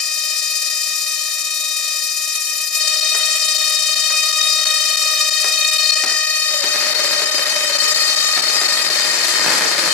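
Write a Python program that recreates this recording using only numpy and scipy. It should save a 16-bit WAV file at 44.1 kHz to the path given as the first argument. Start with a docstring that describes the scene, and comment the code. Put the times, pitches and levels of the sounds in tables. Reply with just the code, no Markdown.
"""Two spark coils in a small room, heard through a hand-held microphone.
The near coil buzzes throughout, one snap per firing, at first as a thin, frying corona at its needle.
Near 3 s the corona grows into streamers that branch, collapse and regrow; a larger coil behind it
starts to spit. From 6.5 s that coil runs with a ragged crackle, from 8.6 s it adds a buzz of its own,
and at 9.2 s it arcs to a rod: a bright sizzle that thickens into a deep crackle."""
import sys
import numpy as np
from scipy import signal
from scipy.fft import rfft, irfft, next_fast_len
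from scipy.io import wavfile
from scipy.ndimage import uniform_filter1d, minimum_filter1d

SR = 44100
rng = np.random.default_rng(int(sys.argv[2]) if len(sys.argv) > 2 else 0)


def wav_record(signal):
    """Record a signal, one row per channel, as 16-bit PCM in the file named by sys.argv[1]."""
    frames = np.transpose(np.atleast_2d(signal))
    bounded = np.clip(frames, -1, 1)
    # unit amplitude maps onto the largest positive 16-bit level
    quanta = np.round(bounded * 32767).astype(np.int16)
    wavfile.write(sys.argv[1], SR, quanta)


N = 437913


# Near coil firing rate: time_s, rate_hz
NEAR_RATE = [(0, 621.15), (6.3, 621.15), (8.9, 620.8), (9.3, 619.5), (9.93, 620.5)]
NEAR_HZ = NEAR_RATE[0][1]
# Discharge strength: time_s, relative_db
NEAR_LEVEL = [(0.05, -23.5), (0.38, -22.5), (1.57, -23), (1.82, -23), (2.72, -23), (2.75, -20), (3.05, -19),
              (6.11, -19), (6.3, -20), (7.69, -20.5), (7.83, -18), (8.32, -19), (9.85, -21.5)]

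def near_coil():
    """Steady firings fuse into a buzz, shaped by the room, with the corona frying on top."""
    now = np.arange(N) / SR
    firings = firing_times(follow(NEAR_RATE, now)[0])
    echo = room(wet_db=3.5, shared_hz=1060)
    buzz = standing_waves(snaps(firings), echo, width_hz=6.6)
    buzz = stage_timbre(wall_echo(buzz), now)
    buzz = overtone_swells(shared_supply(buzz), now)
    buzz += corona_rasp(firings, echo, now)
    return buzz * gain_of(follow(NEAR_LEVEL, now)[0] + 3.0 + surge_db(now))


# Discharge shape (stage 0 corona, 1 streamers, 2 long streamers):
# time_s, stage, base_spread_ms, jitter_ms, branch_db
DISCHARGE = [(0, -0.07, 0.0216, 0.0047, 4.5), (1.9, 0.22, 0.021, 0.0035, 7.5),
             (2.7, -0.85, 0.032, 0.0036, 8), (2.82, 1.1, 0.03, 0.0085, 12.5), (4.4, 1.02, 0.038, 0.008, 13),
             (5.9, 1.115, 0.055, 0.0081, -1), (6.3, 1.3, 0.024, 0.0095, 3.5), (6.7, 1.8, 0.057, 0.0082, 9),
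             (9.0, 2.21, 0.06, 0.0077, 22), (9.93, 1.9, 0.082, 0.0087, 20)]
# Branches, needle outwards: spread_factor, relative_db, life_s, lowpass_hz
BRANCHES = [(.6, 2.5, .026, 33000), (1.4, 0, .019, 24500), (4, 1, .021, 3370), (12, 10.5, .024, 480)]
# Microphone turning: time_s, left_lead_ms
EAR_LEAD = [(0, 0.031), (5.8, 0.013), (6.4, 0.079), (9.93, 0.12)]

def snaps(t):
    """Each firing snaps at the needle and along each branch; path length sets the arrival time."""
    _, spread_ms, jitter_ms, branch_db = follow(DISCHARGE, t)
    lead_ms = follow(EAR_LEAD, t)[0]
    supply_ripple = [(15.7, 1.0), (31.4, 0.41), (47.1, 1.0), (62.8, 1.0)]
    throb = gain_of(sum(db * np.sin(2 * np.pi * (hz * t + rng.random())) for hz, db in supply_ripple))

    def in_ears(size, path_ms):
        late_ms = path_ms + jitter_ms * rng.standard_normal(len(t))
        return np.array([clicks(t + ms / 1000, throb * size) for ms in (late_ms - lead_ms, late_ms)])

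    out = in_ears(size=0.69, path_ms=0)  # needle
    for spread_factor, db, life_s, lowpass_hz in BRANCHES:
        size, place = branch(t, life_s)
        arrivals = in_ears(size * gain_of(db + branch_db), spread_factor * spread_ms * place)
        lowpass = signal.butter(1, min(lowpass_hz, .45 * SR), fs=SR, output="sos")
        out += signal.sosfiltfilt(lowpass, arrivals)
    return out


def branch(t, life_s, life_scatter=.45, rise_power=0.48, count=1500):
    """Size and place of a branch that shoots out, fades and restarts in a new direction."""
    span, vigour, place, heading = rng.standard_normal((count, 4)).T
    ends = np.cumsum(life_s * np.exp(life_scatter * span))
    life, age = np.divmod(np.interp(t, ends - ends[0], np.arange(count)), 1)
    life = life.astype(int)
    size = np.sin(np.pi * age ** rise_power) * (1 + 0.27 * np.tanh(vigour[life]))
    return size, place[life] + 1.94 * heading[life] * (age - .5)


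# Buzz spectrum: harmonic, corona_db, streamer_db, long_streamer_db
OVERTONES = [(1, -24, -22, -22.5), (2, -12, -12.5, -8.5), (3, -9.5, -12.5, -5.5), (4, -2, -6, -5),
             (5, -8, -9, -5.5), (6, -2, 1, 3), (7, -1.5, -2.5, 0.5), (8, 6.5, 2, 6.5), (9, 3.5, -0.5, -1),
             (10, 0.5, -4, -1.5), (11, 1.5, -3.5, -3.5), (12, -0.5, -5, -2.5), (13, -2.5, -5.5, -4),
             (14, -3.5, -9.5, -11.5), (16, -4, -10.5, -10.5), (19, -5, -13.5, -12),
             (25, -4.5, -14.5, -20.5)]
# Buzz balance from standing waves and microphone: freq_hz, left_minus_right_db
BUZZ_BALANCE = [(620, -7), (1240, -11.5), (1860, 0.5), (2480, -5), (3100, 3), (3730, 8.5), (4350, 11),
                (4970, 11), (5600, 8), (7450, 12), (8070, 1), (8700, 8), (11800, 0.5), (14300, 8)]
# Low overtones as the microphone moves: time_s, boost_db
WARMTH = [(0, 1), (1.6, 1), (3.6, 0), (5.4, 3), (8, 0.5), (9.93, 3.5)]

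def stage_timbre(x, now, warmth_hz=2850):
    """The spectrum crossfades with the stage of the discharge; the low overtones swell slowly."""
    stage, buzz = follow(DISCHARGE, now)[0], 0
    harmonic, *stages = np.transpose(OVERTONES)
    bass_rolloff = [(100, -73.0), (380, -57.0), (520, -16.5)]  # freq_hz, relative_db
    for k, levels_db in enumerate(stages):
        spectrum = bass_rolloff + list(zip(np.round(harmonic) * NEAR_HZ, levels_db))
        weight = np.maximum(1 - abs(stage - k), 0)
        buzz = buzz + weight * colour(x, spectrum, BUZZ_BALANCE)
    low = signal.sosfiltfilt(signal.butter(4, warmth_hz, fs=SR, output="sos"), buzz)
    return buzz + low * (gain_of(follow(WARMTH, now)[0]) - 1)


def shared_supply(buzz):
    """The branches share one supply, so their summed power holds steady over a few lives."""
    window = signal.windows.hann(SR // 10)
    power = signal.oaconvolve((buzz ** 2).mean(0), window / window.sum(), "same")
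    return buzz / np.sqrt(power)


# Overtone swells and dips: centre_s, harmonic, change_db, half_width_s
SWELLS = [(3.1, 2, 0, .25), (4.3, 2, 3, 0.19), (6.3, 2, 0, 0.29), (9.1, 2, -12, 0.12), (6.202, 3, 5, 0.23),
          (4.205, 4, 4.5, 0.09), (5.66, 4, 4.5, .124), (6.6, 4, -7, 0.044), (0.08, 5, 1.5, 0.3),
          (8.7, 5, -2.5, 0.74), (1.7, 6, 4, 0.22), (4.48, 6, 5, .07), (4.702, 6, 4, .08),
          (5.697, 6, 4, .13), (6.09, 6, -5.5, 0.26), (0.95, 7, -4, 0.076), (2.35, 7, -3, 0.35),
          (4.4, 7, -4.5, .07), (4.6, 7, 0, .08), (5.6, 7, 0, .09), (5.9, 7, 8, 0.11), (7.6, 7, -7, 0.074),
          (8.0, 7, 2, .2), (8.3, 6, 3.5, 0.13), (8.2, 2, 2.5, 0.27), (7.2, 1, 3, 0.34), (0.78, 8, 1, 0.39),
          (1.4, 8, -5.5, 0.42), (2.4, 8, -4, .2), (4.5, 8, 4.5, .06), (5.06, 8, 0.5, .12),
          (5.6, 8, -2, .05), (5.9, 8, 2, .07), (7.67, 8, 1, 0.04), (8.65, 8, 3, .1)]

def overtone_swells(x, now, half_band_hz=110):
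    """As streamer and microphone wander, single overtones stand out or sink."""
    size = next_fast_len(N, True)
    hz, spectrum = np.fft.rfftfreq(size, 1 / SR), rfft(x, size)
    out, coarse = x, now[::256]
    for k in np.unique(np.round(np.transpose(SWELLS)[1])):
        db = sum(change_db * np.exp(-((coarse - centre_s) / half_width_s) ** 2)
                 for centre_s, harmonic, change_db, half_width_s in SWELLS if round(harmonic) == k)
        overtone = irfft(spectrum * (abs(hz - k * NEAR_HZ) < half_band_hz), size)[:, :N]
        out = out + np.interp(now, coarse, gain_of(db) - 1) * overtone
    return out


# Deep streamer collapses, after one upward kick: centre_s, change_db
COLLAPSES = [(4.415, 7), (4.648, -12), (4.965, -12), (5.778, -7), (5.951, -9.5), (6.055, -22.5),
             (7.252, -10), (7.717, -7), (8.897, -12.5), (9.488, -11), (9.657, -17), (9.836, -6)]
# Streamer flares: centre_s, rise_db
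FLARES = [(2.357, 3), (2.88, 6), (4.155, 1), (4.669, 4.5), (5.0, 3), (5.212, 8), (5.424, 1.5), (5.65, 8.5),
          (5.903, 4), (8.558, 2)]

def surge_db(now):
    """The level jumps as the streamer dies for a moment or shoots out further."""
    coarse = now[::32]
    collapse_db = bumps([*COLLAPSES, *falters()], coarse, half_width_s=0.0041)
    flare_db = bumps(FLARES, coarse, half_width_s=0.0066)
    return np.interp(now, coarse, collapse_db + flare_db)


def falters(mean_rate_hz=3.5, corona_db=-3, db_per_stage=-5.5, count=60):
    """Chance collapses, deeper as the streamers grow: centre_s, change_db."""
    wait, depth = rng.random((count, 2)).T
    centre_s = np.cumsum(.5 + wait) / mean_rate_hz
    mean_db = corona_db + db_per_stage * follow(DISCHARGE, centre_s)[0]
    return np.column_stack([centre_s, (.5 + depth) * mean_db])


# Corona spectrum: freq_hz, relative_db
RASP_SPECTRUM = [(600, -71), (1500, -53), (2200, -31), (2800, -39), (3300, -11), (4000, -1), (4550, 0.5),
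                 (5300, -6), (7000, -5.5), (9000, -6), (14500, -24)]
# Corona against the buzz: time_s, relative_db
RASP_LEVEL = [(0, -9), (2.7, -11.5), (2.9, -16), (6.3, -34), (9.93, -8)]

def corona_rasp(t, echo, now, scatter_ms=0.069):
    """Tiny filaments, different at every firing, fry around the needle."""
    size, late = rng.standard_normal((len(t), 2)).T
    filaments = colour(clicks(t + scatter_ms * late / 1000, size), RASP_SPECTRUM, BUZZ_BALANCE)
    return gain_of(follow(RASP_LEVEL, now)[0]) * unit_rms(reverberate(filaments, echo))


# Large coil spark gap, even then ragged: time_s, rate_hz, scatter_ms
GAP = [(6.4, 560, 0.1), (6.85, 606, 0.21), (7.9, 596, 0.21), (8.6, 598, 0.37), (9.28, 614, 0.3513),
       (9.93, 604, 0.367)]
GAP_HZ = GAP[0][1]
# Large coil strength: time_s, relative_db
LARGE_LEVEL = [(6.48, -46.5), (6.6, -39), (6.72, -39.5), (6.86, -33.5), (7.13, -34), (7.3, -36.5),
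               (7.4, -35), (7.6, -34.5), (7.8, -35), (8.25, -39), (8.5, -34.5), (8.62, -33), (8.8, -34.5),
               (9.0, -32), (9.33, -31.5), (9.45, -29), (9.54, -27), (9.7, -33), (9.8, -29), (9.93, -32.5)]
# Spark spectrum: freq_hz, relative_db
CRACK_SPECTRUM = [(40, -46), (85, -32), (140, -9), (260, -7), (400, -1), (550, -2.5), (1000, -3.5),
                  (1750, 0), (2400, -0.5), (3100, -9), (4600, 2), (6000, -5), (9000, -13), (12000, -13),
                  (15000, -33.5)]
# Spark balance: freq_hz, left_minus_right_db
CRACK_BALANCE = [(120, -18), (300, -8), (700, 1), (2800, 0.5), (4500, 13), (7500, 18), (10000, 4)]

def large_coil(uneven_db=7, sputter_db=4.8, wander_ms=0.311, crack_gain_db=8.0):
    """A ragged train of very unequal sparks, further off in the room, that ends in an arc."""
    t = firing_times(follow(GAP, np.arange(N) / SR)[0])
    wander, sputter, scatter, uneven = rng.standard_normal((len(t), 4)).T
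    strength = gain_of(follow(LARGE_LEVEL, t)[0] + flutter_db(t)) * (t > LARGE_LEVEL[0][0])
    sizes = gain_of(uneven_db * np.minimum(uneven, 2.3) + sputter_db * drift(sputter, 6))
    sizes /= np.sqrt(uniform_filter1d(sizes ** 2, size=50))  # a big spark drains its neighbours' supply
    late_ms = follow(GAP, t)[1] * scatter + wander_ms * drift(wander, 40)
    t = t + late_ms / 1000
    echo = room(wet_db=-0.5, shared_hz=287)
    cracks = gain_of(crack_gain_db) * colour(clicks(t, strength * sizes), CRACK_SPECTRUM, CRACK_BALANCE)
    sparks = cracks + rod_sizzle(t, sizes) + thick_arc(t, sizes) + growl(t, strength * sizes)
    return reverberate(np.sqrt(SR / GAP_HZ) * sparks, echo)


def flutter_db(t, depth_db=0.56, rate_hz=35, count=600):
    """The large coil's strength wanders a little by chance."""
    return depth_db * np.interp(t * rate_hz, np.arange(count), rng.standard_normal(count))


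def growl(t, sizes, pitch_hz=600, width_hz=90, gain_db=6, scatter_db_per_ms=-75, waver_ms=0.32):
    """Evenly timed sparks add up to a low, wavering note; it fades as their timing scatters."""
    late_ms = waver_ms * drift(rng.standard_normal(len(t)), 24)
    evenness = gain_of(gain_db + scatter_db_per_ms * follow(GAP, t)[1])
    pushes = clicks(t + late_ms / 1000, sizes * evenness)
    edges_hz = [pitch_hz - width_hz / 2, pitch_hz + width_hz / 2]
    band = signal.butter(2, edges_hz, "bandpass", fs=SR, output="sos")
    return signal.sosfilt(band, pushes) * np.sqrt(SR / width_hz)


# Strikes on the rod: time_s, relative_db
SIZZLE_LEVEL = [(9.18, -67.5), (9.22, -49), (9.25, -22), (9.33, -24), (9.37, -51), (9.5, -28), (9.6, -26),
                (9.68, -46), (9.93, -55)]
# Strike spectrum: freq_hz, relative_db
SIZZLE_SPECTRUM = [(300, -28.5), (2000, -9), (6000, -1), (10000, -7), (14500, -14)]

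def rod_sizzle(t, sizes):
    """Sparks that reach the rod sizzle brightly."""
    return colour(clicks(t, sizes * gated_gain(SIZZLE_LEVEL, t)), SIZZLE_SPECTRUM, CRACK_BALANCE)


# Thick arc strength: time_s, relative_db
ARC_LEVEL = [(9.3, -47.5), (9.42, -26), (9.51, -24), (9.6, -27.5), (9.7, -32), (9.8, -32.5), (9.93, -32)]
# Thick arc spectrum: freq_hz, relative_db
ARC_SPECTRUM = [(50, -33.5), (130, -10.5), (400, 1.5), (800, -2.5), (1800, 1.5), (2500, -10), (3200, -11),
                (8000, -28.5), (15000, -47.5)]

def thick_arc(t, sizes):
    """The arc thickens into a deep crackle; random polarity leaves it unpitched."""
    polarity = rng.choice([-1, 1], len(t))
    return colour(clicks(t, sizes * gated_gain(ARC_LEVEL, t) * polarity), ARC_SPECTRUM, CRACK_BALANCE)


# Large coil spits: start_s, relative_db, decay_s, highpass_hz
SPITS = [(2.951, -43.5, .008, 150), (3.148, -29, 0.0043, 400), (4.103, -31, 0.0061, 516),
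         (4.656, -28.5, 0.0047, 900), (5.444, -22.5, 0.0045, 336), (6.037, -20.5, .0067, 169),
         (6.112, -38, .015, 110), (6.505, -37, .01, 130), (6.641, -22.5, 0.0054, 130),
         (6.759, -26, .003, 130), (6.825, -25.5, .003, 130), (6.95, -29, 0.0036, 130),
         (7.136, -25, .006, 130), (7.219, -24, .003, 130), (7.345, -27.5, .003, 130),
         (7.382, -23.5, .004, 130), (7.449, -28, .002, 129.9), (8.011, -37, .003, 130),
         (8.08, -30, 0.0056, 250), (8.374, -26, 0.015, 130), (8.496, -28, .002, 130),
         (8.556, -25, .006, 130), (8.615, -21, .0046, 200), (8.732, -28, .003, 130),
         (8.796, -37, .003, 130), (8.902, -23, .0033, 130), (9.444, -22, .004, 110),
         (9.605, -24, .004, 110)]

def spits(gain_db=28, scatter_ms=0.33, uneven_db=2, count=30):
    """Each spit is a sharp crack and a few weaker firings; the thinner the spark, the less bass."""
    out, beat_s = np.zeros(N), np.arange(count) / GAP_HZ
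    for start_s, db, decay_s, highpass_hz in SPITS:
        late, uneven, polarity = rng.standard_normal((3, count))
        age_s = beat_s + scatter_ms * np.tanh(late) * (beat_s > 0) / 1000
        sizes = np.sign(polarity) * gain_of(db + uneven_db * uneven) * np.exp(-beat_s / decay_s)
        burst = clicks(start_s + age_s, sizes)
        onset = round(start_s * SR)
        span = slice(max(onset - SR // 100, 0), onset + SR // 10)
        highpass = signal.butter(3, highpass_hz, "highpass", fs=SR, output="sos")
        out[span] += signal.sosfilt(highpass, burst[span])
    cracks = gain_of(gain_db) * colour(out, CRACK_SPECTRUM, CRACK_BALANCE)
    return reverberate(cracks, room(wet_db=-3.5, shared_hz=400))


# Large coil buzz as the discharge nears the rod: time_s, level_db
DRONE_LEVEL = [(8.6, -41), (9.0, -27.5), (9.3, -25.5), (9.55, -24.5), (9.93, -31)]
# Its spectrum: freq_hz, relative_db
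DRONE_SPECTRUM = [(300, -42), (615, -15), (1230, -7), (1845, 0.5), (2460, -4), (3070, -10), (3690, -6),
                  (4300, 1.5), (4915, -1), (5530, -4), (8000, -15), (14000, -30)]

def drone(pitch_hz=614.5, waver_ms=0.072, jitter_ms=0.012, uneven_db=3):
    """The steady part of the large coil's discharge, slightly flat, beats against the near coil."""
    t = np.arange(DRONE_LEVEL[0][0], N / SR, 1 / pitch_hz)
    waver, jitter, uneven = rng.standard_normal((3, len(t)))
    late_ms = waver_ms * drift(waver, 40) + jitter_ms * jitter
    strength = gain_of(follow(DRONE_LEVEL, t)[0]) * np.sqrt(SR / pitch_hz)
    sizes = strength * unit_rms(gain_of(uneven_db * uneven))
    buzz = colour(clicks(t + late_ms / 1000, sizes), DRONE_SPECTRUM, BUZZ_BALANCE)
    return reverberate(buzz, room(wet_db=-6, shared_hz=1100))


# Standing waves, overtone core against its surroundings: freq_hz, contrast_db
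STANDING_WAVES = [(620, -3.5), (1240, 0.5), (1860, -5.5), (2480, 2), (3100, -9.5), (3730, 0.5),
                  (4350, -6.5), (4970, 0), (6200, -2), (15000, -2)]
# Spectrum midway between overtones: freq_hz, gain_db
BETWEEN_OVERTONES = [(500, 16), (930, -22), (1550, -6), (2170, 0.5), (2800, -4), (3400, -6.5)]

def standing_waves(x, echo, width_hz):
    """Standing waves set the steady core of each overtone; echoes smear the flicker around it."""
    size = next_fast_len(N + SR)
    hz = np.fft.rfftfreq(size, 1 / SR)
    core = np.exp(-((hz - NEAR_HZ * np.round(hz / NEAR_HZ)) / width_hz) ** 2)
    between = np.sin(np.pi * hz / NEAR_HZ) ** 4
    response = rfft(echo, size)
    response += core * (hz < 8.5 * NEAR_HZ) * (response[0] - response)  # long waves: ears in step
    response /= (abs(response) + 1e-3) ** core
    response *= gain_of(at_hz(STANDING_WAVES, hz) * (core - 0.64))
    response *= gain_of(at_hz(BETWEEN_OVERTONES, hz) * between)
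    return irfft(rfft(x, size) * response, size)[:, :N]


def wall_echo(x, delay_ms=2.6, sway_ms=0.197, echo_db=-18, sway_hz=(.35, .8, 1.9)):
    """A near reflection sways with the hand, differently per ear, so the overtones trade strength."""
    now, reflection = np.arange(N) / SR, []
    for ear in x:
        sway = unit_rms(sum(np.sin(2 * np.pi * (hz * now + rng.random())) / hz for hz in sway_hz))
        reflection.append(np.interp(now - (delay_ms + sway_ms * sway) / 1000, now, ear))
    return x + gain_of(echo_db) * np.array(reflection)


# Room decay: freq_hz, t60_s
ROOM_DECAY = [(150, 0.36), (1000, 0.622), (4000, 0.3), (9000, 0.25), (15000, 0.089)]

def room(wet_db, shared_hz, density=.1, predelay_s=.002, frame=256):
    """Direct sound plus sparse echoes, each band dying at its own rate; both ears share the bass."""
    count = SR * 2 // 3
    taps = rng.standard_normal((3, count)) * (rng.random((3, count)) < density)
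    taps *= np.arange(count) > predelay_s * SR
    hz, t, bands = signal.stft(taps, SR, nperseg=frame)
    shared = 1 / (1 + (hz[:, None] / shared_hz) ** 2)
    ears = np.sqrt(shared) * bands[2] + np.sqrt(1 - shared) * bands[:2]
    decay = gain_of(-60 * t / at_hz(ROOM_DECAY, hz)[:, None])
    tail = signal.istft(ears * decay, SR, nperseg=frame)[1]
    echo = gain_of(wet_db) * tail / np.linalg.norm(tail, axis=1, keepdims=True)
    echo[:, 0] += 1
    return echo / np.linalg.norm(echo[0])


def reverberate(x, echo):
    """Convolves each ear with its room response."""
    return signal.fftconvolve(x, echo, axes=1)[:, :N]


def firing_times(rate_hz):
    """Times at which a rate curve completes each cycle."""
    turns = np.cumsum(rate_hz) / SR
    return np.interp(np.arange(1, int(turns[-1])), turns, np.arange(N) / SR)


def clicks(times, sizes, half_taps=8):
    """One band-limited click at each exact time."""
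    index = np.round(times * SR).astype(int)[:, None] + np.arange(-half_taps, half_taps + 1)
    offset = index - times[:, None] * SR
    window = np.cos(np.pi * offset / (2 * half_taps + 2)) ** 2
    shape = np.sinc(offset) * window * ((index >= 0) & (index < N))
    return np.bincount(np.clip(index, 0, N - 1).ravel(), (sizes[:, None] * shape).ravel(), N)


def colour(x, spectrum, balance, size=4096, lead=64):
    """Gives clicks a minimum-phase ring of unit energy, then splits it between the ears."""
    hz = abs(np.fft.fftfreq(size, 1 / SR))
    ears = gain_of(np.outer([1, -1], at_hz(balance, hz)) / 2)
    magnitude = unit_rms(gain_of(at_hz(spectrum, hz)))
    causal = np.exp(np.conj(signal.hilbert(np.log(magnitude))))
    ring = np.fft.ifft(causal * ears / np.sqrt((ears ** 2).mean(0))).real
    ring = np.roll(ring, lead, axis=1)[:, :size // 2]
    return signal.oaconvolve(np.atleast_2d(x), ring, axes=1)[:, lead:lead + N]


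def bumps(rows, t, half_width_s):
    """Gaussian swells or dips, in dB."""
    centre_s, db = np.transpose(rows)
    return np.exp(-((t[:, None] - centre_s) / half_width_s) ** 2) @ db


def follow(rows, t):
    """Each column of a time curve at times t."""
    time_s, *columns = np.transpose(rows)
    return [np.interp(t, time_s, column) for column in columns]


def gated_gain(rows, t):
    """Gain of a dB curve, zero before its first row."""
    return gain_of(follow(rows, t)[0]) * (t > rows[0][0])


def at_hz(rows, hz):
    """Interpolates on a log-frequency axis."""
    freq_hz, value = np.transpose(rows)
    return np.interp(np.log(hz + 1), np.log(freq_hz + 1), value)


def drift(noise, firings):
    """Noise averaged over several firings, at unit rms."""
    return unit_rms(uniform_filter1d(noise, firings))


def unit_rms(x):
    return x / np.sqrt(np.mean(x ** 2) + 1e-20)


def gain_of(db):
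    return 10 ** (np.asarray(db) / 20)


def scene():
    """The near coil, and the large coil's crackle, spits and drone."""
    return near_coil() + large_coil() + spits() + drone()


def record(dry):
    """Microphone ports smear each snap into a short ring; a peak limiter and a lowpass follow."""
    ceiling, lowpass_hz = .88, 14700
    for port_hz, width_hz in [(5500, 3400), (7500, 2000), (11000, 540)]:
        radius = np.exp(-np.pi * width_hz / SR)
        poles = [1, -2 * radius * np.cos(2 * np.pi * port_hz / SR), radius * radius]
        dry = signal.lfilter(poles[::-1], poles, dry)  # allpass
    overshoot = np.maximum(abs(dry).max(0) / ceiling, 1)
    held_gain = minimum_filter1d(1 / overshoot, 601)
    limited = dry * uniform_filter1d(uniform_filter1d(held_gain, 301), 301)
    lowpass = signal.firwin(401, lowpass_hz, window=("kaiser", 9), fs=SR)
    return signal.oaconvolve(limited, lowpass[None], "same", axes=1)


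dry = scene()
out = record(dry)
wav_record(out)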